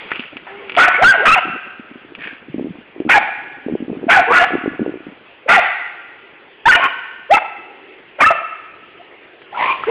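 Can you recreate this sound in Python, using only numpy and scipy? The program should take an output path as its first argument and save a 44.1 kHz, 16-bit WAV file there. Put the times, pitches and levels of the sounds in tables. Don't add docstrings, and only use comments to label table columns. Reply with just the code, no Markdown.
import sys
import numpy as np
from scipy import signal
from scipy.fft import rfft, irfft, next_fast_len
from scipy.io import wavfile
from scipy.ndimage import uniform_filter1d

SR = 44100
rng = np.random.default_rng(int(sys.argv[2]) if len(sys.argv) > 2 else 0)


def gain_from_decibels(decibels):
    exponent = np.asarray(decibels, float) / 20
    return 10 ** exponent


def bounce(signal):
    frames = np.transpose(np.atleast_2d(signal))
    limited = np.clip(frames, -1, 1)
    pcm = np.round(limited * 32767).astype(np.int16)
    wavfile.write(sys.argv[1], SR, pcm)


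N = 436590


def evened(x):
    return x / np.sqrt(np.mean(x ** 2) + 1e-20)


def read(points, hz):
    f, value = np.transpose(points)
    return np.interp(np.log(hz + 1), np.log(f + 1), value)


def level(rows):
    return gain_from_decibels(np.interp(np.arange(N) / SR, *np.transpose(rows)))


def add(mix, s, sound):
    part = mix[round(s * SR):][:len(sound)]
    part += sound[:len(part)]


def colour(x, points):
    size = next_fast_len(len(x) + SR // 10)
    gain = gain_from_decibels(read(points, np.fft.rfftfreq(size, 1 / SR)))
    return irfft(rfft(x, size) * gain, size)[:len(x)]


def resonate(x, hz, width):
    turn = np.exp(2j * np.pi * np.cumsum(hz * np.ones(len(x))) / SR)
    r = np.exp(-np.pi * width / SR)
    return 2 * (turn * signal.lfilter([1 - r], [1, -r], x / turn + 1e-18)).real


def spread(rows):
    s, *columns = np.transpose(rows)
    s = np.maximum.accumulate(s)
    t = np.arange(s[0], s[-1], 1 / SR)
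    return [s[0]] + [np.interp(t, s, c) for c in columns]


def knocks(events, cycles, rise):
    out = np.zeros(N)
    for (s, db, hz), phase in zip(events, rng.random((len(events), 1))):
        turns = np.arange(round(.04 * SR)) * hz / SR
        shape = (1 - np.exp(-(turns / rise) ** 2)) * np.exp(-turns / cycles)
        add(out, s, gain_from_decibels(db) * shape / shape.max() * np.sin(2 * np.pi * (turns + phase)))
    return out


def drone():
    # t/s, level/dB
    hum_curve = [(0, -59), (2, -63), (5.4, -63), (6.4, -52.5), (7.3, -57), (7.7, -48), (8.0, -47.5),
                 (8.06, -56), (8.8, -52.5), (9.3, -52), (9.9, -54)]
    hum_hz, width_hz = 373, 130
    hum = resonate(rng.standard_normal(N), hum_hz, width_hz)
    hum = resonate(hum, hum_hz, 2 * width_hz)
    return level(hum_curve) * evened(hum)


def hiss():
    # t/s, level/dB
    hiss_curve = [(0, -31.5), (.3, -42.5), (.6, -37.5), (2, -44.5), (5.3, -43.5), (6.5, -43.5),
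                  (9.45, -43.5), (9.9, -30)]
    # f/Hz, level per Hz/dB
    hiss_shape = [(25, -13), (60, -3), (270, -18), (450, -6.5), (1100, -9), (1600, -7.5), (2600, -3.5),
                  (3800, -16.5), (5200, -15)]
    a, b, patches = rng.standard_normal((N // 128 + 5, 257, 3)).T
    patches = uniform_filter1d(patches, size=5, axis=0)
    patches = evened(uniform_filter1d(patches, size=20, axis=1))
    shape_db = read(hiss_shape, np.fft.rfftfreq(512, 1 / SR))[:, None]
    z = (a + 1j * b) * gain_from_decibels(shape_db + 2.2 * patches)
    noise = signal.istft(z, nperseg=512, noverlap=384)[1][:N]
    return level(hiss_curve) * gain_from_decibels(2.0) * evened(noise)


def flurries():
    # start t/s, length/s, peak/dB, f/Hz
    flurry_list = [(1.453, 0.043, -20, 335), (2.189, .015, -30.5, 282), (2.484, .013, -26, 274),
                   (2.543, 0.017, -13, 291), (2.595, 0.029, -13.5, 380), (2.656, 0.049, -19, 326),
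                   (2.962, .018, -24.5, 361), (3.051, .024, -15, 310), (3.684, .052, -12, 418),
                   (3.881, .015, -17, 301), (3.9, 0.029, -15, 388), (3.951, .019, -22, 374),
                   (4.03, .01, -17.5, 437), (4.506, .027, -18, 442), (4.659, .018, -9.5, 397),
                   (4.794, 0.033, -10.5, 354), (4.862, 0.031, -10.5, 436), (4.94, .032, -18.5, 372),
                   (5.067, .017, -22.5, 300)]
    gap_s = .013
    sag_db, scatter_db, pitch_scatter, pitch_sag = -0.94, 5, 0.24, 0.25
    pops = []
    chances = rng.uniform(-1, 1, size=(len(flurry_list), 8, 2))
    for (s, length, db, hz), chance in zip(flurry_list, chances):
        steps = max(round(length / gap_s), 1)
        for k, (a, b) in enumerate(chance[:steps + 1]):
            later = k > 0
            pop_db = db + sag_db * k + scatter_db * a * later
            pop_hz = hz * (1 + (pitch_scatter * b - pitch_sag) * later)
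            pops.append((s + length * k / steps, pop_db, pop_hz))
    return pops


def wind():
    # t/s, level/dB
    gust_curve = [(0, -49.5), (2.4, -45), (3.4, -48.5), (3.9, -34.5), (4.9, -38), (5.3, -50.5),
                  (5.6, -56.5), (9.4, -61.5), (9.9, -52.5)]
    # t/s, peak/dB, f/Hz
    stray_pops = [(.194, -20.5, 240), (.359, -28, 269), (1.534, -26, 236), (1.795, -24, 233),
                  (1.913, -27.5, 265), (1.956, -26, 253), (2.12, -28, 330), (2.329, -30, 270),
                  (2.581, -13.5, 262), (2.644, -14, 263), (2.785, -27.5, 238), (3.002, -9.5, 318),
                  (3.018, -19.5, 368), (3.663, -13, 261), (3.752, -8, 377), (3.803, -17, 251),
                  (3.824, -13, 258), (3.991, -27.5, 294), (4.067, -12.5, 255), (4.539, -11.5, 262),
                  (4.552, -6, 354), (4.581, -20.5, 255), (4.611, -27, 325), (4.638, -16, 276),
                  (4.699, -26.5, 277), (5.004, -26.5, 322), (5.121, -29.5, 267)]
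    lumps = gain_from_decibels(6.8 * evened(uniform_filter1d(rng.standard_normal(N), size=900)))
    rumble = resonate(lumps * rng.standard_normal(N), 260, 300)
    rumble = resonate(rumble, 180, 600)
    return level(gust_curve) * evened(rumble) + knocks(stray_pops + flurries(), 1.25, 0.3)


def twigs():
    # t/s, peak/dB, f/Hz
    ticks = [(.1168, -2, 1930), (.1279, -24, 2657), (.158, -11, 2580), (.1952, -10, 2680),
             (.2046, -18, 2770), (.2366, -18.5, 2100), (.3688, -13, 2510), (.6963, -9, 2370),
             (.7203, -13.5, 2550), (.743, -19, 2200), (.751, -9, 2250), (.766, -3, 3050),
             (2.1509, -15.5, 2500), (3.0021, -27, 2670), (6.855, -7, 1450), (9.418, -25.5, 2040),
             (9.836, -12, 1305), (9.896, -18.5, 910)]
    splinter_s, splinter_db = 0.0058, -14.5
    snaps = knocks(ticks, 1.4, 0.44)
    t = np.arange(1200) / SR
    trail = gain_from_decibels(splinter_db) * np.exp(-t / splinter_s) * rng.standard_normal(len(t))
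    trail = trail * (rng.random(len(t)) < .3)
    return snaps + signal.fftconvolve(snaps, trail)[:N]


def rattle(rows, uneven_db, throb=0):
    throb_hz = 60.6
    s, db, low_hz, high_hz, high_db = spread(rows)
    air, lumps = rng.standard_normal((2, 20000))[:, :len(db)]
    air = air * gain_from_decibels(uneven_db * np.clip(evened(uniform_filter1d(lumps, size=130)), -2, 2))
    since_flap = throb_hz * np.arange(len(db)) / SR % 1
    air = air * (1 + throb * np.exp(-since_flap / .3))
    low = evened(resonate(resonate(air, low_hz, 210), low_hz, 800))
    high = evened(resonate(resonate(air, high_hz, 550), high_hz, 1200))
    middle = evened(resonate(air, 1500, 700))
    sound = evened(low + gain_from_decibels(high_db) * high + gain_from_decibels(-9.5) * middle)
    return s, gain_from_decibels(np.minimum(db, -16.5)) * sound * signal.windows.tukey(len(db), .1)


def brush(near):
    # t/s, level/dB, lower resonance f/Hz, upper resonance f/Hz, upper share/dB
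    rustles = [
        [(0.08, -22, 1500, 2200, 2.2), (0.126, -21, 1460, 2410, 5.9), (0.3, -43.5, 1600, 2530, 20.4)],
        [(2.18, -45, 1800, 2290, 1.6), (2.242, -24.5, 1790, 2240, 1.4), (2.39, -42.5, 1550, 2250, 1.8)],
    ]
    for rows in rustles:
        add(near, *rattle(rows, 4.8))


def gasp(near):
    # t/s, level/dB, lower resonance f/Hz, upper resonance f/Hz, upper share/dB
    breath = [(9.51, -41, 700, 1450, -11.5), (9.56, -26.5, 960, 2200, -16), (9.585, -21.5, 1000, 2100, -6),
              (9.62, -6.5, 973, 1830, -2.5), (9.7, -12.5, 1076, 2260, -4), (9.74, -25, 1070, 2450, -1),
              (9.8, -44, 1040, 2360, -6)]
    add(near, *rattle(breath, 1.6, throb=.8))


def squeals():
    # start t/s, length/s, from f/Hz, to # f/Hz, level/dB
    glides = [(.782, 0.034, 1300, 2100, -16.5), (.83, 0.032, 2400, 2500, -17), (.81, .05, 1400, 2100, -8.5),
              (.8, .06, 1050, 1150, -17), (3.072, 0.022, 1100, 1700, -40), (3.135, .035, 1650, 1720, -8),
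              (3.095, 0.05, 1350, 1500, -17), (1.36, .045, 2720, 3000, -23),
              (1.262, .025, 2200, 3100, -13.5), (4.295, .04, 1050, 1250, -12.5),
              (4.335, 0.022, 1800, 1850, -15.5), (3.105, .04, 2200, 2450, -9),
              (3.15, .045, 2480, 2200, -13), (3.11, .04, 1830, 1900, -13), (4.1, 0.041, 2040, 2420, -12),
              (4.105, .055, 780, 900, -13), (5.54, .03, 1440, 1400, -12), (5.58, 0.023, 1420, 1400, -18.5),
              (5.58, 0.04, 2050, 2100, -20), (4.12, 0.04, 1870, 1600, -7.5),
              (4.365, 0.058, 1720, 1700, -12), (4.37, .05, 2680, 2880, -21.5),
              (5.49, 0.036, 1870, 2280, -8.5), (5.535, .03, 1800, 2100, -9), (5.528, 0.016, 780, 876, -9),
              (7.335, 0.021, 2300, 2650, -23), (8.203, .025, 2370, 2400, -10.5),
              (8.205, 0.031, 1880, 1867, -11), (8.212, 0.024, 2300, 2030, -10.5),
              (8.245, .062, 2650, 2700, -15.5), (7.303, 0.036, 1750, 2420, -19.5),
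              (7.34, .045, 2130, 2060, -20.5), (7.56, .025, 2100, 2080, -36.5),
              (8.995, 0.025, 700, 706, -41), (0.94, 0.033, 2150, 2250, -16.5), (5.5, .06, 2400, 2850, -15),
              (9.545, .025, 1300, 1420, -29.5), (8.225, 0.027, 2180, 2050, -14.5),
              (.47, .045, 1850, 1700, -40), (.5, .11, 1460, 1420, -48), (.59, .06, 1120, 1040, -46),
                   (6.655, 0.017, 2550, 2750, -19), (6.666, .02, 2900, 3120, -21),
                   (6.672, .02, 2050, 1700, -15), (6.75, .035, 2300, 2450, -16.5),
                   (6.83, .035, 2380, 2520, -20), (6.84, .028, 2950, 3050, -23),
                   (6.825, 0.027, 1400, 1450, -17), (9.61, .04, 880, 1080, -20.5),
                   (9.65, .08, 1020, 1090, -24), (9.685, .05, 2330, 2450, -23),
                   (4.155, .025, 1520, 1430, -11.5), (3.1, .02, 1900, 2150, -12.5),
                   (5.458, .016, 500, 560, -33), (1.25, .02, 2150, 3000, -17.5)]
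    pitch_waver, flutter_db = .012, 3
    out = np.zeros(N)
    draws = rng.standard_normal((60, 2, 5000))
    for (s, length, from_hz, to_hz, db), (waver, flutter) in zip(glides, draws):
        size = round(length * SR)
        waver = evened(uniform_filter1d(waver, size=200))[:size]
        flutter = evened(uniform_filter1d(flutter, size=250))[:size]
        hz = np.linspace(from_hz, to_hz, size) * (1 + pitch_waver * waver)
        swing = np.sqrt(2) * gain_from_decibels(db + flutter_db * flutter) * signal.windows.tukey(size, .5)
        add(out, s, swing * np.cos(2 * np.pi * np.cumsum(hz) / SR))
    return out


def mouth(opening):
    shut_hz, open_hz = 600, 2500
    return shut_hz * (open_hz / shut_hz) ** opening


def partials(hz, effort_db, opening):
    mouth_db_per_octave, fold_tilt_db = -20.5, -3
    muzzle_hz, muzzle_db_per_octave = 2780, -120
    k = np.arange(1, 4)[:, None]
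    shape_db = mouth_db_per_octave * abs(np.log2(k * hz / mouth(opening))) + fold_tilt_db * k
    shape_db = shape_db + muzzle_db_per_octave * np.log2(np.maximum(k * hz / muzzle_hz, 1))
    return effort_db + shape_db - shape_db.max(axis=0)


def yip(rows):
    # f/Hz, width/Hz, level/dB
    throat = [(850, 500, -6), (1400, 500, 0), (1950, 600, 1), (2550, 600, -7), (3300, 800, -14)]
    # from t/s, to t/s
    hoarse_spells = [
        (.77, .815),
        (.835, .87),
        (1.25, 1.285),
        (1.305, 1.325),
        (1.346, 1.368),
        (3.08, 3.14),
        (4.095, 4.165),
        (4.285, 4.41),
        (5.45, 5.51),
        (8.18, 8.222),
    ]
    rasp_db_per_octave = -8
    s, hz, effort_db, opening, over_db = spread(rows)
    waver, flutter, air = rng.standard_normal((3, 32000))[:, :len(hz)]
    t = s + np.arange(len(hz)) / SR
    hoarse = sum((t > start) & (t < end) for start, end in hoarse_spells)
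    chaos = 1 / (1 + gain_from_decibels(3 - over_db))
    chaos = np.clip(.55 * chaos + .4 * hoarse, 0, 1)

    shaky_hz = hz * (1 + (.008 + .08 * chaos ** 2) * evened(uniform_filter1d(waver, size=150)))
    turn = 2 * np.pi * np.cumsum(shaky_hz) / SR
    tone = 0
    for k, db in enumerate(partials(hz, effort_db, opening)):
        tone = tone + np.sqrt(2) * gain_from_decibels(np.minimum(db, 0)) * np.cos((k + 1) * turn)
    tone = tone * gain_from_decibels((1.5 + 6 * chaos) * evened(uniform_filter1d(flutter, size=250)))

    glide = np.sqrt(hz / hz.mean())
    stray_hz = np.linspace(1000, 2550, 14) + rng.uniform(-60, 60, size=14)
    strays = sum(resonate(air, f * glide, 100) for f in stray_hz)
    puffs = .6 * air * (1 + .7 * np.cos(turn)) + evened(strays)
    rasp = 0
    for f, width, db in throat:
        mouth_db = rasp_db_per_octave * abs(np.log2(f / mouth(opening)))
        rasp = rasp + gain_from_decibels(db + mouth_db) * resonate(resonate(puffs, f, width), f, 2 * width)
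    rasp_db = np.minimum(effort_db + over_db + 2 * hoarse, -5)
    rasp = gain_from_decibels(rasp_db + 2.0) * evened(rasp)
    edge = signal.windows.tukey(len(hz), min(1, 0.012 * SR / len(hz)))
    return s, np.transpose([gain_from_decibels(5) * tone, rasp] * edge)


def dog():
    # t/s, pitch f/Hz, effort/dB, mouth opening/0-1, rasp over tone/dB
    first_yips = [
        [(.769, 696.6, -22.5, 0.3, 1), (.779, 728.5, -16.5, 0.15, 5.5), (.79, 688.3, -14, 0.58, 7),
         (.805, 699, -4.5, 0.5, 2), (.83, 749, -0.5, 0.77, -5.5), (.874, 711, -19, 0.47, 2),
         (.895, 766, -14.5, 0.03, 13.5)],
        [(.98, 405.7, -29.5, 0, -0.5), (1.012, 636, -28.5, 0, -0.5), (1.024, 733.7, -8, 0.03, 2.5),
         (1.04, 778.5, -14, 0.6, 2), (1.042, 1340, -2, 0.77, -6.5), (1.098, 1617, 6, 0.81, -24),
         (1.135, 1399, -18, 0.7, -3.5), (1.138, 721, -25.5, 0.6, 7), (1.165, 647, -18.5, 0, 4)],
        [(1.17, 470.4, -37, 0, 0.5), (1.21, 400, -33, 0, 0.5), (1.252, 700, -26.5, 0, 6.5),
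         (1.256, 1121, -19, 0.65, 8), (1.29, 1288, -1.5, 0.8, -7.5), (1.313, 1278, -23.5, 0.73, 0),
         (1.334, 1370, -4.5, 0.84, -14.5), (1.345, 1329, -13, 0.93, -4.5), (1.358, 1053, -21.5, 0.69, 3.5),
         (1.364, 761, -17.5, 0.15, 1.5), (1.395, 696, -17.5, 0.3, 5.5)],
    ]
    # t/s, pitch f/Hz, effort/dB, mouth opening/0-1, rasp over tone/dB
    harsh_yips = [
        [(3.088, 902, -27, 0.17, 11), (3.097, 758, -16, 0.49, 5), (3.104, 734.6, -21.5, .7, 12.5),
         (3.116, 804, -9.5, 0.82, 1), (3.137, 804, -13, 0.93, -1.5), (3.139, 933, -19.5, 0.3, 9),
         (3.16, 828, -15, 0.27, 5), (3.178, 800, -11, 0.27, -1), (3.187, 727, -8.5, 0.3, 2.5)],
        [(4.078, 660.3, -31, 0.049, -11), (4.095, 682.3, -14.5, 0.069, 4), (4.108, 722.2, -8.5, 0.77, 3),
         (4.133, 796.7, -18, 0.84, 4.5), (4.15, 802.6, -17, 0.42, 5), (4.168, 735, -14.5, 0.63, -6.5),
         (4.172, 803, -12, 0.23, 0), (4.2, 702, -11.5, 0.24, -3.5), (4.22, 696, -41.5, .3, 14)],
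        [(4.272, 436.4, -24.5, 0.032, -10.5), (4.298, 480.8, -26.5, 0.055, -1), (4.325, 479.2, -27, 0.14, 9.5),
         (4.328, 647, -20, 0.48, 3.5), (4.345, 712, -15.5, 0.48, -1.5), (4.374, 731.2, -1, 0.71, -9.5),
         (4.395, 726, -19, 0.47, -1), (4.419, 677, -17, 0.28, 3), (4.45, 795, -15.5, 0.41, 2)],
    ]
    # t/s, pitch f/Hz, effort/dB, mouth opening/0-1, rasp over tone/dB
    jumping_yips = [
        [(5.472, 561.3, -46, .1, 4.5), (5.484, 603, -33.5, 0.28, 10.5), (5.494, 681.2, -22, 0.44, 13.5),
         (5.511, 691.3, -6, 0.47, -1.5), (5.533, 726, -11.5, 0.65, 1.5), (5.564, 699.4, -7, 1, 18.5),
         (5.567, 838, -13.5, 0.18, -1.5), (5.58, 754, -10, 0.077, -2), (5.6, 640, -17, 0.11, -10)],
        [(6.654, 803, -10, 0.58, -14), (6.684, 1019, -6.5, .4, -2), (6.686, 1577, -7.5, 1, -1.5),
         (6.698, 1528, 7.5, 0.79, -22), (6.72, 1371, -13.5, 0.81, 1), (6.721, 1795, -3.5, 0.95, 3.5),
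         (6.738, 1841, -8, 1, 0.5), (6.74, 1428, -14.5, 0.82, -15), (6.765, 1449, -11.5, 1, 18.5)],
        [(6.76, 640, -23, 0.15, 6), (6.775, 719, -21.5, 0.15, 2.2), (6.803, 655, -26, 0.11, 3)],
        [(6.805, 1052, -23.5, 0.35, 4), (6.83, 1113, -23.5, .4, 4), (6.845, 1083, -24, .4, 4.5),
         (6.858, 1069, -18.5, 0.4, 2.5), (6.878, 1112, -23, 0.41, 1.5)],
    ]
    # t/s, pitch f/Hz, effort/dB, mouth opening/0-1, rasp over tone/dB
    last_yips = [
        [(7.29, 426.6, -51.5, 0.055, -15), (7.312, 650.7, -7, .05, -19), (7.325, 791.6, -6.5, .15, -15),
         (7.35, 846, -11.5, 0.16, -8.5)],
        [(7.333, 1323, -13.5, 0.89, 1.5), (7.355, 1327, -13.5, 0.858, -3), (7.378, 1287, -32, 0.51, 3)],
        [(7.366, 950, -10, 0.19, -6), (7.39, 740, -35, .2, 20.5)],
        [(8.183, 590.5, -39, .05, 1), (8.203, 600, -29, 0.13, 6), (8.209, 557, -21, 0.57, 8),
         (8.22, 525, -20, 0.16, 9), (8.222, 1202, -14.5, 0.45, -1), (8.24, 1210, -10.5, 0.45, 0),
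         (8.243, 1720, -12.5, 0.52, -7), (8.254, 1790, -11.5, 0.62, -12), (8.265, 1760, -18, 0.73, -16.5)],
        [(8.259, 1253, -6.5, 0.47, 1), (8.28, 1315, -10, 0.62, -12), (8.29, 1315, -15, 0.72, -17),
         (8.302, 1302, -14, 0.55, -14), (8.303, 617, -18.5, 0.59, -10), (8.309, 676, -14, 0.063, 2.5),
         (8.33, 667, -27, 0.49, 5)],
    ]
    # t/s, pitch f/Hz, effort/dB, mouth opening/0-1, rasp over tone/dB
    whines = [
        [(.465, 365, -50, .1, 12), (.52, 395, -47, .01, 6), (.6, 412, -48, -.2, -4), (.75, 370, -49, -.2, 2)],
        [(9.866, 370, -28, -.4, -12.5), (9.885, 461, -21, -0.34, -8.5), (9.94, 523, -25, -0.15, -2)],
    ]
    voice = np.zeros((N, 2))
    for rows in first_yips + harsh_yips + jumping_yips + last_yips + whines:
        add(voice, *yip(rows))
    return voice.T


def banks(x):
    # f/Hz, time to fall 60 dB/s
    ring_times = [(300, 0.097), (700, 0.8), (1400, 1.176), (2500, 1.023), (4000, 0.94)]
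    # delay/s, level/dB
    single_echoes = [
        (.047, -20.5),
        (.075, -28.5),
        (.11, -24),
    ]
    # f/Hz, gain/dB
    bank_colour = [(400, 7), (1300, -2), (2000, 0), (2700, 1.5), (4500, 4)]
    far_db, far_longer = -22.5, 1.8
    taps = np.zeros(2 * SR)
    at = np.arange(300, 2 * SR - 20, 20)
    taps[at + rng.integers(0, 20, len(at))] = rng.choice([-1., 1.], len(at))
    hz, t, z = signal.stft(taps, SR, nperseg=256)
    fall_db = -60 * t / read(ring_times, hz)[:, None]
    build_up = 1 - np.exp(-t / 0.0037)
    z = z * (gain_from_decibels(fall_db) + gain_from_decibels(far_db + fall_db / far_longer)) * build_up
    tail = signal.istft(z, SR, nperseg=256)[1]
    tail = gain_from_decibels(-15.0) * tail / np.linalg.norm(tail)
    for s, db in single_echoes:
        add(tail, s, gain_from_decibels(np.array([db])))
    return colour(signal.fftconvolve(x, tail)[:N], bank_colour)


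def scene():
    # t/s, tone/dB, rasp and squeal/dB
    bank_send = [(.8, -0.5, 3), (1.05, -1.5, 1), (1.1, 3.5, 5.5), (1.27, -2.5, -0.5), (1.34, -2.5, -3),
                 (3.1, 1, -0.5), (4.15, 1.5, 1), (4.35, 0, 0.5), (5.5, -5.5, 5), (5.58, -0.5, 2),
                 (6.7, -0.5, 0), (7.32, -5, -2), (7.35, 0.5, -1.5), (7.38, -1, 0.5), (8.23, -2.5, -3.5),
                 (8.28, 7, 1.5), (8.31, -1, -1), (9.6, 0, -2.5)]
    tone, rasp = dog()
    near = np.zeros(N)
    gasp(near)
    brush(near)
    weather = wind() + hiss() + drone()
    high = squeals()
    near = near + twigs()
    tone_sent = level([(row[0], row[1]) for row in bank_send])
    rough_sent = level([(row[0], row[2]) for row in bank_send])
    rough = gain_from_decibels(1.5) * rasp + gain_from_decibels(4) * high
    echo = banks(tone_sent * tone + rough_sent * rough + 1.1 * near)
    return (tone + rasp + high + echo + near + weather)[None]


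def roll_off(x):
    return signal.sosfilt(signal.butter(12, 15830, fs=SR, output="sos"), x)


def record(dry):
    # f/Hz, gain/dB
    guard = [(3400, 0), (4000, -7), (4800, -2.5), (6500, -50.5)]
    # f/Hz, gain/dB
    mic = [(40, -15), (150, -4), (300, 2.5), (3400, -1), (4000, -8.5), (4850, -27.5), (5150, -45),
           (5300, -102)]
    voice_rate_hz = 8000
    release_s, release_share = .03, 0.76
    power = uniform_filter1d(dry[0] ** 2, size=260) + 1e-12
    keep = np.exp(-1 / (release_s * SR))
    slow_power = signal.lfilter([1 - keep], [1, -keep], power)
    size = np.sqrt(np.maximum(power, release_share * slow_power))
    x = dry[0] / (1 + (size / .5) ** 3.07) ** (1 / 5.86)
    x = x / (1 + abs(x / 1.073) ** 6.26) ** (1 / 1.93)
    x = colour(x, guard)
    x = x * (1 + 2 * np.cos(2 * np.pi * voice_rate_hz * np.arange(N) / SR))
    x = np.clip(colour(x, mic), -.72, .72)
    x = colour(x, [(30, 1.0), (90, 0.5), (9600, -1.5), (10200, -6.0), (15500, -6.0), (15900, -62.0)])
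    return roll_off(x[None])


dry = scene()
out = record(dry)
bounce(out)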